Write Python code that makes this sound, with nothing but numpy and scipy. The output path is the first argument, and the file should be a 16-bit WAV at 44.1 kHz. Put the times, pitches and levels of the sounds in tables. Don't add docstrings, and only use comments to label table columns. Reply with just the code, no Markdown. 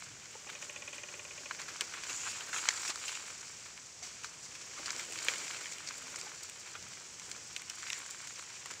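import sys
import numpy as np
from scipy import signal
from scipy.io import wavfile
from scipy.ndimage import uniform_filter1d

SR = 44100
rng = np.random.default_rng(int(sys.argv[2]) if len(sys.argv) > 2 else 0)


def unload_wav(signal):
    wavfile.write(
        sys.argv[1],
        SR,
        np.round(np.clip(np.atleast_2d(signal).T, -1, 1) * 32767).astype(np.int16),
    )


N = 388080

# (time [s], crunch [dB], crunch centre [Hz], stir [dB], hiss [dB], hiss centre [Hz])
HAND_PATH = [(0, -57, 2350, -70.5, -56.5, 6900), (.42, -59.5, 2320, -67, -56, 6900),
             (1.45, -57, 2230, -64, -55.5, 6450), (1.9, -53.5, 2300, -67.5, -51.5, 6100),
             (2.01, -50, 2400, -70, -51, 6700), (2.12, -49.5, 2650, -62, -45, 6900),
             (2.35, -48.5, 2400, -65.5, -45, 6930), (2.44, -52, 2010, -64, -50, 6750),
             (2.63, -45, 2210, -63.5, -45.5, 6800), (2.88, -46.5, 2140, -62, -39.5, 6840),
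             (2.93, -52, 2080, -60.5, -49, 6700), (3.1, -46.5, 2780, -65, -41.5, 7000),
             (3.22, -50.5, 2360, -64, -47.5, 6800), (3.5, -58.5, 2300, -72, -52.5, 6550),
             (4.0, -63.5, 2400, -78, -58, 6160), (4.7, -56.5, 2380, -68.5, -54.5, 6360),
             (5.0, -46, 2460, -58.5, -45, 6900), (5.1, -52.5, 2580, -58, -49.5, 6800),
             (5.29, -44.5, 2400, -54.5, -42, 6800), (5.79, -53.5, 2280, -65, -51, 6640),
             (6.25, -51, 2180, -59.5, -49.5, 6650), (6.4, -57, 2230, -68, -52.5, 6470),
             (7.3, -57.5, 2420, -67.5, -54.5, 6600), (7.65, -58, 2380, -71.5, -54.5, 6370),
             (7.95, -48, 2320, -66, -46, 6860), (8.05, -52.5, 2270, -68, -49.5, 6900),
             (8.55, -55.5, 2450, -74, -52.5, 6600), (8.8, -57, 2310, -65, -54, 6760)]
# (time [s], crunch [dB], crunch centre [Hz], hiss [dB], t60 [s])
FINGER_GRABS = [(.04, -56, 2500, -47.5, 0.13), (.49, -48, 2500, -56, 0.4), (.62, -53.5, 2300, -47.5, 0.32),
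                (.94, -52, 2300, -50, 0.3), (1.515, -48.5, 1600, -49, 0.11), (1.597, -43, 1660, -48, 0.17),
                (1.689, -45.5, 1600, -47, 0.25), (1.814, -41, 1700, -45, 0.15),
                (1.943, -43.5, 1690, -60, 0.092), (1.983, -42.5, 1700, -52, 0.06),
                (2.101, -42.5, 1600, -56, 0.21), (2.263, -44, 1500, -53, 0.11),
                (2.413, -44.5, 1500, -63, 0.14), (2.487, -44, 1300, -49, 0.095),
                (2.54, -49.5, 1400, -46, 1), (2.899, -38, 2600, -39, .08), (3.66, -53.5, 2100, -58, 0.32),
                (4.035, -52, 2570, -46, 0.62), (4.24, -50, 2450, -45, 0.23), (4.43, -58, 2400, -48, 0.47),
                (4.55, -62, 2450, -54, .2), (4.615, -56, 2300, -50, 0.11), (4.785, -49, 1400, -59, 0.29),
                (4.87, -43, 2350, -58, 0.081), (5.13, -55, 2500, -43.5, 0.28),
                (5.72, -51, 2300, -44.5, 0.2), (5.88, -52.5, 2260, -50, 0.33), (6.2, -63, 2200, -47, 0.16),
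                (6.43, -50.5, 2330, -49.5, 0.21), (6.66, -55.5, 2240, -55, 0.36),
                (6.93, -56.5, 2360, -55, 0.62), (7.36, -52.5, 2220, -63, 0.16),
                (8.28, -58, 2250, -58, 0.27), (8.39, -47, 2300, -47, 0.12), (8.709, -46, 1920, -48, 0.15)]
# (frequency [Hz], density [dB])
CRUNCH_SPECTRUM = [(400, -27.5), (800, -4.5), (1400, -2.5), (2400, 1.5), (3300, -2.5), (4500, -1),
                   (6500, -30.5)]
STIR_SPECTRUM = [(120, -30), (250, -3), (340, 0), (450, -3), (600, -5), (800, -11), (1500, -29)]
HISS_SPECTRUM = [(2060, -18), (3500, -5.5), (5060, -1), (7270, 1), (7700, 0.5), (8450, -4.5), (10900, -19),
                 (12000, -27.5), (14800, -19), (15600, -21)]
# (frequency [Hz], width [Hz], level [dB])
STIFF_LEAF_BANDS = [(1310, 730, 7.5), (2070, 1100, -1), (2970, 770, 1)]
# (frequency [Hz], width [Hz], level [dB])
HISS_BANDS = [(4500, 500, 5), (5660, 740, -0.5), (7400, 780, -3)]
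# (time [s], ring peak [dB], ring [Hz], crack peak [dB], crack [Hz], drag [0 clean, 1 slow tear])
STALK_SNAPS = [(.2565, -50, 2300, -39, 5200, .04), (1.5482, -38, 2250, -40, 7240, .04),
               (1.6163, -45, 1650, -30.5, 4680, .048), (1.7644, -45, 2280, -32, 5500, 0.17),
               (1.809, -18.5, 2200, -22, 4360, 0.16), (1.9379, -32.5, 2060, -34, 5760, .32),
               (2.036, -31.5, 2460, -31, 7300, 0.41), (2.0954, -30, 2860, -46, 7160, 0.78),
               (2.1303, -41, 2440, -30, 6870, .04), (2.4077, -30, 2900, -49, 6640, 0.27),
               (2.529, -27.5, 1620, -35, 6960, 1), (2.5422, -29, 1500, -38, 6900, 0.26),
               (2.562, -27.5, 1480, -37, 6890, 1), (2.583, -27.5, 2830, -42, 7210, 0.26),
               (2.6878, -16, 2250, -10, 4170, 0.13), (2.706, -31, 1900, -27, 4410, 0.36),
               (2.74, -38, 1560, -41, 7200, 0.21), (2.775, -37, 2200, -31, 4500, .04),
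               (2.852, -38, 2200, -34, 4560, .4), (2.877, -32.5, 2500, -31, 6010, 0.68),
               (2.901, -32, 1380, -29, 4500, 0.61), (2.958, -33, 1300, -26, 7900, 0.094),
               (3.0805, -28, 2930, -34, 5850, 0.44), (3.1534, -27.5, 2780, -31, 7630, .04),
               (3.7764, -37.5, 2240, -39, 5560, .04), (4.028, -40, 2070, -33, 6040, 0.84),
               (4.236, -37.5, 2820, -40, 5760, 0.12), (4.552, -37.5, 2460, -36, 6000, 0.41),
               (4.859, -32, 2600, -25, 7050, 0.24), (4.881, -31, 1650, -35, 4870, 0.043),
               (4.9051, -28.5, 1670, -22.5, 5140, 0.092), (4.9635, -40, 2590, -26, 7600, .04),
               (4.9956, -32, 2400, -29, 7640, 0.27), (5.1226, -35, 2800, -35, 7160, 0.27),
               (5.158, -36, 2610, -38, 6800, .3), (5.177, -34, 2250, -40, 6800, .1),
               (5.188, -29.5, 2280, -28, 6840, 0.054), (5.249, -36, 1500, -41, 7000, .1),
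               (5.2844, -13, 2300, -23, 4170, 0.089), (5.2913, -28, 2100, -36, 4250, .1),
               (5.337, -28, 2260, -29, 7160, .04), (5.3584, -32, 2250, -40, 7740, 0.2),
               (5.4805, -31, 2550, -42, 6030, .04), (5.51, -28, 2270, -38, 7430, 0.044),
               (5.643, -35, 2380, -47, 6190, 0.17), (5.657, -31, 2230, -47, 5220, 0.12),
               (5.6678, -34, 2000, -35, 7200, .04), (5.723, -36, 2190, -36, 6080, .04),
               (5.784, -32, 3040, -39, 6660, .04), (5.873, -40, 2480, -30, 6050, .46),
               (5.8875, -39, 2220, -26, 5900, .04), (5.982, -42, 1630, -39, 6890, .08),
               (6.1596, -35.5, 1960, -24.5, 5100, 0.12), (6.213, -38, 2300, -25, 7700, 0.063),
               (6.497, -36, 2330, -38, 7500, .04), (6.752, -34.5, 1480, -55, 4850, 0.61),
               (6.8259, -51, 2540, -33, 6270, .099), (6.935, -42, 2060, -35, 7400, .04),
               (7.1967, -38, 2270, -32, 6240, 0.044), (7.3145, -33.5, 2300, -27, 7400, 0.13),
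               (7.363, -42.5, 1470, -36, 5210, 0.13), (7.5638, -23.5, 2630, -30.5, 4350, 0.13),
               (7.5955, -44, 1510, -34, 5460, 0.24), (7.6195, -38, 2340, -38, 5940, 0.076),
               (7.6988, -30, 3100, -26, 5600, 0.15), (7.8248, -38, 2300, -34, 4500, .04),
               (7.8302, -32, 1740, -36, 7590, 0.05), (7.87, -30, 2300, -39, 4000, .11),
               (7.919, -47, 2300, -37, 8050, .04), (7.902, -24, 2700, -28, 7500, 0.044),
               (7.9311, -23, 2400, -22, 5660, 0.043), (8.0626, -40, 1600, -32, 7750, .04),
               (8.109, -52, 1860, -29, 7700, .04), (8.2733, -35, 2100, -36, 7300, 0.076),
               (8.358, -43, 2350, -33, 5730, 0.47), (8.6587, -33, 1860, -34, 7560, 0.22),
               (8.7108, -41, 2780, -32, 6960, .16), (8.7377, -39, 2080, -37, 7130, .04)]
# (frequency [Hz], density [dB])
CRACK_SPECTRUM = [(1500, -49.5), (3200, -7), (4300, 12.5), (7300, 10), (9400, -5), (12000, -67.5)]
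# (time [s], peak [dB])
CULM_SLIPS = [(0.471, -40.5), (0.551, -36), (0.624, -34.5), (0.695, -33), (0.76, -33), (0.821, -35),
              (0.876, -33.5), (0.929, -35), (0.98, -37), (1.034, -34), (1.086, -36.5), (1.138, -36.5),
              (1.193, -35), (1.25, -36.5), (1.307, -38.5), (1.377, -37), (1.457, -35)]
# (frequency [Hz], level [dB], t60 [s])
CULM_MODES = [(370, -15.5, 0.12), (505, -6, 0.055), (589, -6.5, 0.1), (865, -12, 0.06), (1085, -5, 0.045),
              (1430, -12.5, 0.085), (1848, -8.5, 0.055), (1961, -9, 0.05), (2230, -20, 0.078),
              (2334, -4, .025), (2430, 2, 0.045), (2530, 3, 0.03), (2750, -6.5, 0.022), (2868, -3, 0.036),
              (3090, -8, .02), (3470, -10, 0.03), (6100, 1, 0.018), (6500, 3, 0.012), (7000, 1.5, 0.012)]
# (start [s], length [s], level [dB], centre [Hz], width [Hz], flutter [dB])
LEAF_SLIDES = [(2.067, 0.29, -44.5, 6950, 950, 2.5), (2.5, 0.14, -40.5, 6800, 1400, -2),
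               (2.162, 0.23, -52, 2550, 750, 0), (5.27, 0.69, -55, 2220, 660, 6.5),
               (7.798, 0.23, -54, 1970, 730, 3.5)]
# (time [s], peak [dB], ring [Hz], t60 [s])
HOLLOW_KNOCKS = [(0.353, -39.5, 496, 0.038), (0.467, -44, 460, 0.068), (2.687, -26.5, 1110, 0.015),
                 (3.659, -46, 1350, 0.05), (4.024, -45, 720, 0.051), (4.247, -49, 1200, 0.076),
                 (4.777, -40, 1200, 0.04), (4.795, -43, 320, 0.09), (5.16, -40, 1160, .04),
                 (5.2844, -37, 523, 0.027), (6.035, -52, 254.5, 0.3), (6.266, -41, 854, 0.062),
                 (6.753, -45, 448, 0.059), (8.658, -35, 1220, 0.0073), (8.707, -43, 1110, 0.034)]
# (time [s], peak [dB])
SPLINTER_TICKS = [(0.7065, -42), (0.957, -41), (1.809, -23.5), (2.687, -45), (2.9573, -39), (4.9922, -32),
                  (5.1224, -34), (5.247, -30), (5.3823, -33), (5.7829, -42), (5.981, -38), (6.188, -34),
                  (6.4344, -38), (6.4968, -38.5), (7.1965, -43), (7.256, -47), (7.298, -41), (7.3135, -41),
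                  (7.481, -46), (7.5645, -43), (7.577, -41), (7.6187, -42), (7.697, -36), (7.9001, -42),
                  (7.99, -37), (8.106, -39), (8.273, -39), (8.659, -39)]
# (frequency [Hz], density [dB])
TICK_SPECTRUM = [(5000, -45), (8000, 8.5), (10000, -8.5), (12000, -15), (15000, -12)]
# (frequency [Hz], density [dB])
GROVE_SPECTRUM = [(15, -47), (25, -13), (101, -0.5), (247, -7), (379, -4), (584, -6), (1500, -6),
                  (2430, -2), (3740, -8.5), (4500, -6.5), (5760, 1.5), (7140, 0.5), (7750, -1.5),
                  (8860, -14.5), (11600, -31), (15600, -31)]
# (time [s], level [dB])
AIR_PUFFS = [(0.1, -61.5), (6.85, -64), (7.36, -76)]

GRAB_RISE_S, GRAB_STIR_DB = 0.013, -13
RING_T60_S, SPLINTER_T60_S = .005, .006
SPLINTER_DB, SPLINTER_LOSS_DB_PER_DB = -9, .3
SMALL_RING_DB, SMALL_CRACK_DB, SMALL_TICK_DB = 5, 12, 10
SMALL_SPREAD_DB, HAND_CAP_DB = 4, -55
SCRATCH_DB, SCRATCH_T60_S = -7, 0.11
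SLIDE_FADE_S = 0.061
GROVE_DB, BREEZE_DB, PUFF_HALF_S = -53, -70.5, 0.08
CUTOFF_HZ = 15650


def amp(db):
    return 10 ** (np.asarray(db) / 20)


def unit_rms(x):
    return x / np.sqrt(np.mean(x ** 2) + 1e-20)


def unit_peak(x):
    return x / abs(x).max()


def decay(t60_s, t):
    return amp(-60 * t / t60_s)


def ring(hz, t60_s, t):
    return decay(t60_s, t) * np.sin(2 * np.pi * hz * t)


def add(mix, start_s, sound):
    part = mix[round(start_s * SR):][:len(sound)]
    part += sound[:len(part)]


def butter(x, hz, kind, order=2):
    return signal.sosfilt(signal.butter(order, hz, kind, fs=SR, output="sos"), x)


def response(spectrum, size=4096):
    knots_hz, db = np.transpose(spectrum)
    hz = abs(np.fft.fftfreq(size, 1 / SR))
    gain_db = np.maximum(np.interp(np.log(hz + 1), np.log(knots_hz), db), -100)
    log_response = np.conj(signal.hilbert(np.log(amp(gain_db))))
    return np.fft.ifft(np.exp(log_response)).real[:size // 2]


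def drift(smooth_s):
    size = max(int(smooth_s * SR), 2)
    return unit_rms(uniform_filter1d(uniform_filter1d(rng.standard_normal(N), size), size))


def resonate(x, hz, width_hz):
    carrier = np.exp(2j * np.pi * hz * np.arange(len(x)) / SR)
    pole = np.exp(-np.pi * width_hz / SR)
    return 2 * (carrier * signal.lfilter([1 - pole], [1, -pole], x / carrier)).real


def litter():
    times_s, *columns = np.transpose(HAND_PATH)
    t = np.arange(N) / SR
    crunch_db, hand_hz, stir_db, hiss_db, hiss_hz = (np.interp(t, times_s, c) for c in columns)
    grab_power, grab_hiss_power, grab_power_hz = grabs()
    crunch_power = amp(2 * crunch_db) + grab_power
    stir_power = amp(2 * stir_db) + amp(2 * GRAB_STIR_DB) * grab_power
    hiss_power = amp(2 * hiss_db) + grab_hiss_power
    crunch_hz = (hand_hz * amp(2 * crunch_db) + grab_power_hz) / crunch_power
    crunch = crackle(CRUNCH_SPECTRUM, per_s=700, spread_db=5.0, clump_db=2.2, rub_gain=1.1)
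    crunch = unit_rms(1.7 * crunch + band_ring(crunch, STIFF_LEAF_BANDS, crunch_hz, reach_hz=520))
    stir = crackle(STIR_SPECTRUM, per_s=300, spread_db=2.0, clump_db=2.0, rub_gain=0.6)
    hiss = crackle(HISS_SPECTRUM, per_s=900, spread_db=2.5, clump_db=1.6, rub_gain=1.3)
    hiss = unit_rms(hiss + band_ring(hiss, HISS_BANDS, hiss_hz, reach_hz=840))
    return np.sqrt(crunch_power) * crunch + np.sqrt(stir_power) * stir + np.sqrt(hiss_power) * hiss


def grabs():
    t, out = np.arange(12000) / SR, np.zeros((3, N))
    for time_s, crunch_db, hz, hiss_db, t60_s in FINGER_GRABS:
        envelope = np.minimum(t / GRAB_RISE_S, 1) * decay(t60_s, np.maximum(t - GRAB_RISE_S, 0))
        for row, peak in zip(out, (amp(2 * crunch_db), amp(2 * hiss_db), hz * amp(2 * crunch_db))):
            add(row, time_s - GRAB_RISE_S, peak * envelope ** 2)
    return out


def crackle(spectrum, per_s, spread_db, clump_db, rub_gain):
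    sizes = amp(spread_db * np.minimum(rng.exponential(1, N), 4.5)) * rng.choice([-1., 1.], N)
    breaks = sizes * (rng.random(N) < per_s / SR)
    rattle = rng.standard_normal(300) * decay(0.014, np.arange(300) / SR)
    drive = unit_rms(signal.oaconvolve(breaks, rattle)[:N]) + rub_gain * rng.standard_normal(N)
    drive *= amp(clump_db * drift(0.0084))
    return unit_rms(signal.oaconvolve(drive, response(spectrum))[:N])


def band_ring(x, bands, centre_hz, reach_hz):
    weights = [np.exp(-.5 * ((hz - centre_hz) / reach_hz) ** 2) for hz, _, _ in bands]
    rings = [amp(db) * unit_rms(resonate(x, hz, width_hz)) for hz, width_hz, db in bands]
    return sum(w * r for w, r in zip(weights, rings)) / np.sqrt(sum(w ** 2 for w in weights))


def snaps():
    t, out = np.arange(4000) / SR, np.zeros(N)
    ring_t, edge = t[:600], unit_peak(response(CRACK_SPECTRUM)[:600])
    times_s, levels_db, pitch, tear = small_breaks(hand_column=1, count=50)
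    small_snaps = list(zip(times_s, levels_db + SMALL_RING_DB, 1500 + 1400 * pitch,
                           levels_db + SMALL_CRACK_DB, 7600 - 3000 * tear, 0.47 * tear))
    for time_s, ring_db, hz, crack_db, crack_hz, drag in STALK_SNAPS + small_snaps:
        drag = np.clip(drag, .02, 1)
        force = (0.13 + 0.17 * drag) * rng.standard_normal(len(t)) * decay(0.0081 + 0.12 * drag, t)
        force[[8, rng.integers(40, 60)]] += [1, -.35]
        modes = ring(hz, RING_T60_S, ring_t)
        modes += .55 * ring(1.35 * hz, .004, ring_t) + .15 * ring(.75 * hz, .004, ring_t)
        modes += 0.41 * drag * (ring(1.7 * hz, 0.0084, ring_t) + ring(2.19 * hz, 0.015, ring_t))
        modes = butter(modes, 0.69 * hz, "highpass", order=3)
        piece, crack = (unit_peak(signal.oaconvolve(force, h)[:len(t)]) for h in (modes, edge))
        splinter = unit_peak(ring(crack_hz, SPLINTER_T60_S, t) * (1 - np.exp(-t / .0008)))
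        splinter_db = SPLINTER_DB - SPLINTER_LOSS_DB_PER_DB * (crack_db + 25)
        crack = unit_peak(crack + amp(splinter_db) * splinter)
        add(out, time_s, amp(ring_db) * piece + amp(crack_db) * crack)
    return out


def small_breaks(hand_column, count):
    quantile, size, pitch, tear = rng.random((count, 4)).T
    hand_s, hand_db = np.transpose(HAND_PATH)[[0, hand_column]]
    t = np.linspace(0, N / SR, 500)
    activity = np.cumsum(amp(np.interp(t, hand_s, hand_db)))
    times_s = np.interp(quantile, activity / activity[-1], t)
    capped_db = np.minimum(np.interp(times_s, hand_s, hand_db), HAND_CAP_DB)
    return times_s, capped_db + SMALL_SPREAD_DB * (2 * size - 1), pitch, tear


def creak():
    t, out = np.arange(6000) / SR, np.zeros(N)
    for time_s, db in CULM_SLIPS:
        load_detune = 1 + .002 * rng.standard_normal(len(CULM_MODES))
        modes = np.array([amp(mode_db) * ring(hz * detune, t60_s, t) * (1 - np.exp(-t * hz / 3.2))
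                          for (hz, mode_db, t60_s), detune in zip(CULM_MODES, load_detune)])
        modes[1::2] *= -1
        release = .02 * rng.standard_normal(400) * decay(.015, t[:400])
        release[0] = 1
        body = amp(.6 * rng.standard_normal(len(CULM_MODES))) @ modes
        scratch = butter(rng.standard_normal(len(t)) * decay(SCRATCH_T60_S, t), [1800, 3300], "bandpass")
        add(out, time_s - .0005, amp(db) * unit_peak(signal.oaconvolve(body, release)))
        add(out, time_s + .003, amp(db + SCRATCH_DB) * unit_peak(scratch))
    return out


def slides():
    out, catch = np.zeros(N), drift(0.0037)
    for start_s, length_s, db, hz, width_hz, flutter_db in LEAF_SLIDES:
        t = np.arange(0, length_s, 1 / SR)
        flutter = amp(flutter_db * catch[round(start_s * SR):][:len(t)])
        rub = rng.standard_normal(N)[:len(t)] * flutter
        rub = resonate(resonate(rub, hz, width_hz), hz, width_hz)
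        fade = np.clip(np.minimum(t, length_s - t) / SLIDE_FADE_S, 0, 1)
        add(out, start_s, amp(db) * fade * unit_rms(rub))
    return out


def knocks():
    t, out, shove = np.arange(6000) / SR, np.zeros(N), np.hanning(18)
    for time_s, db, hz, t60_s in HOLLOW_KNOCKS:
        body = ring(hz, t60_s, t) + .9 * ring(1.8 * hz, .8 * t60_s, t)
        body += .6 * ring(2.5 * hz, .6 * t60_s, t)
        force = .05 * rng.standard_normal(500) * decay(.04, t[:500])
        force[:len(shove)] += shove / shove.sum()
        knock = butter(signal.oaconvolve(body, force), .7 * hz, "highpass")
        add(out, time_s, amp(db) * unit_peak(knock))
    return out


def ticks():
    t, out, tip = np.arange(600) / SR, np.zeros(N), response(TICK_SPECTRUM)[:200]
    times_s, levels_db, _, _ = small_breaks(hand_column=4, count=40)
    for time_s, db in SPLINTER_TICKS + list(zip(times_s, levels_db + SMALL_TICK_DB)):
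        burst = rng.standard_normal(len(t)) * decay(0.01, t)
        add(out, time_s, amp(db) * unit_peak(signal.oaconvolve(burst, tip)))
    return out


def grove():
    hiss = signal.oaconvolve(rng.standard_normal(N), response(GROVE_SPECTRUM))[:N]
    hiss = amp(GROVE_DB + 1.3 * drift(0.45)) * unit_rms(hiss)
    bands = [butter(hiss, hz, "bandpass", order=1) for hz in ([1500, 3500], [4500, 6500])]
    return hiss + sum(.15 * drift(.2) * band for band in bands)


def wind():
    t = np.arange(N) / SR
    rumble = butter(rng.standard_normal(N), [70, 190], "bandpass")
    puffs = sum(amp(db) * np.exp(-((t - time_s) / PUFF_HALF_S) ** 2) for time_s, db in AIR_PUFFS)
    return (amp(BREEZE_DB) + puffs) * unit_rms(rumble * amp(0.47 * drift(0.021)))


def scene():
    mono = grove() + wind() + litter() + slides() + creak() + snaps() + ticks() + knocks()
    return np.array([mono, mono])


def record(dry):
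    capsule = butter(dry, 54, "highpass")
    lowpass = signal.firwin(1023, CUTOFF_HZ, window=("kaiser", 9), fs=SR)
    return signal.oaconvolve(capsule, lowpass[None], "same")


dry = scene()
out = record(dry)
unload_wav(out)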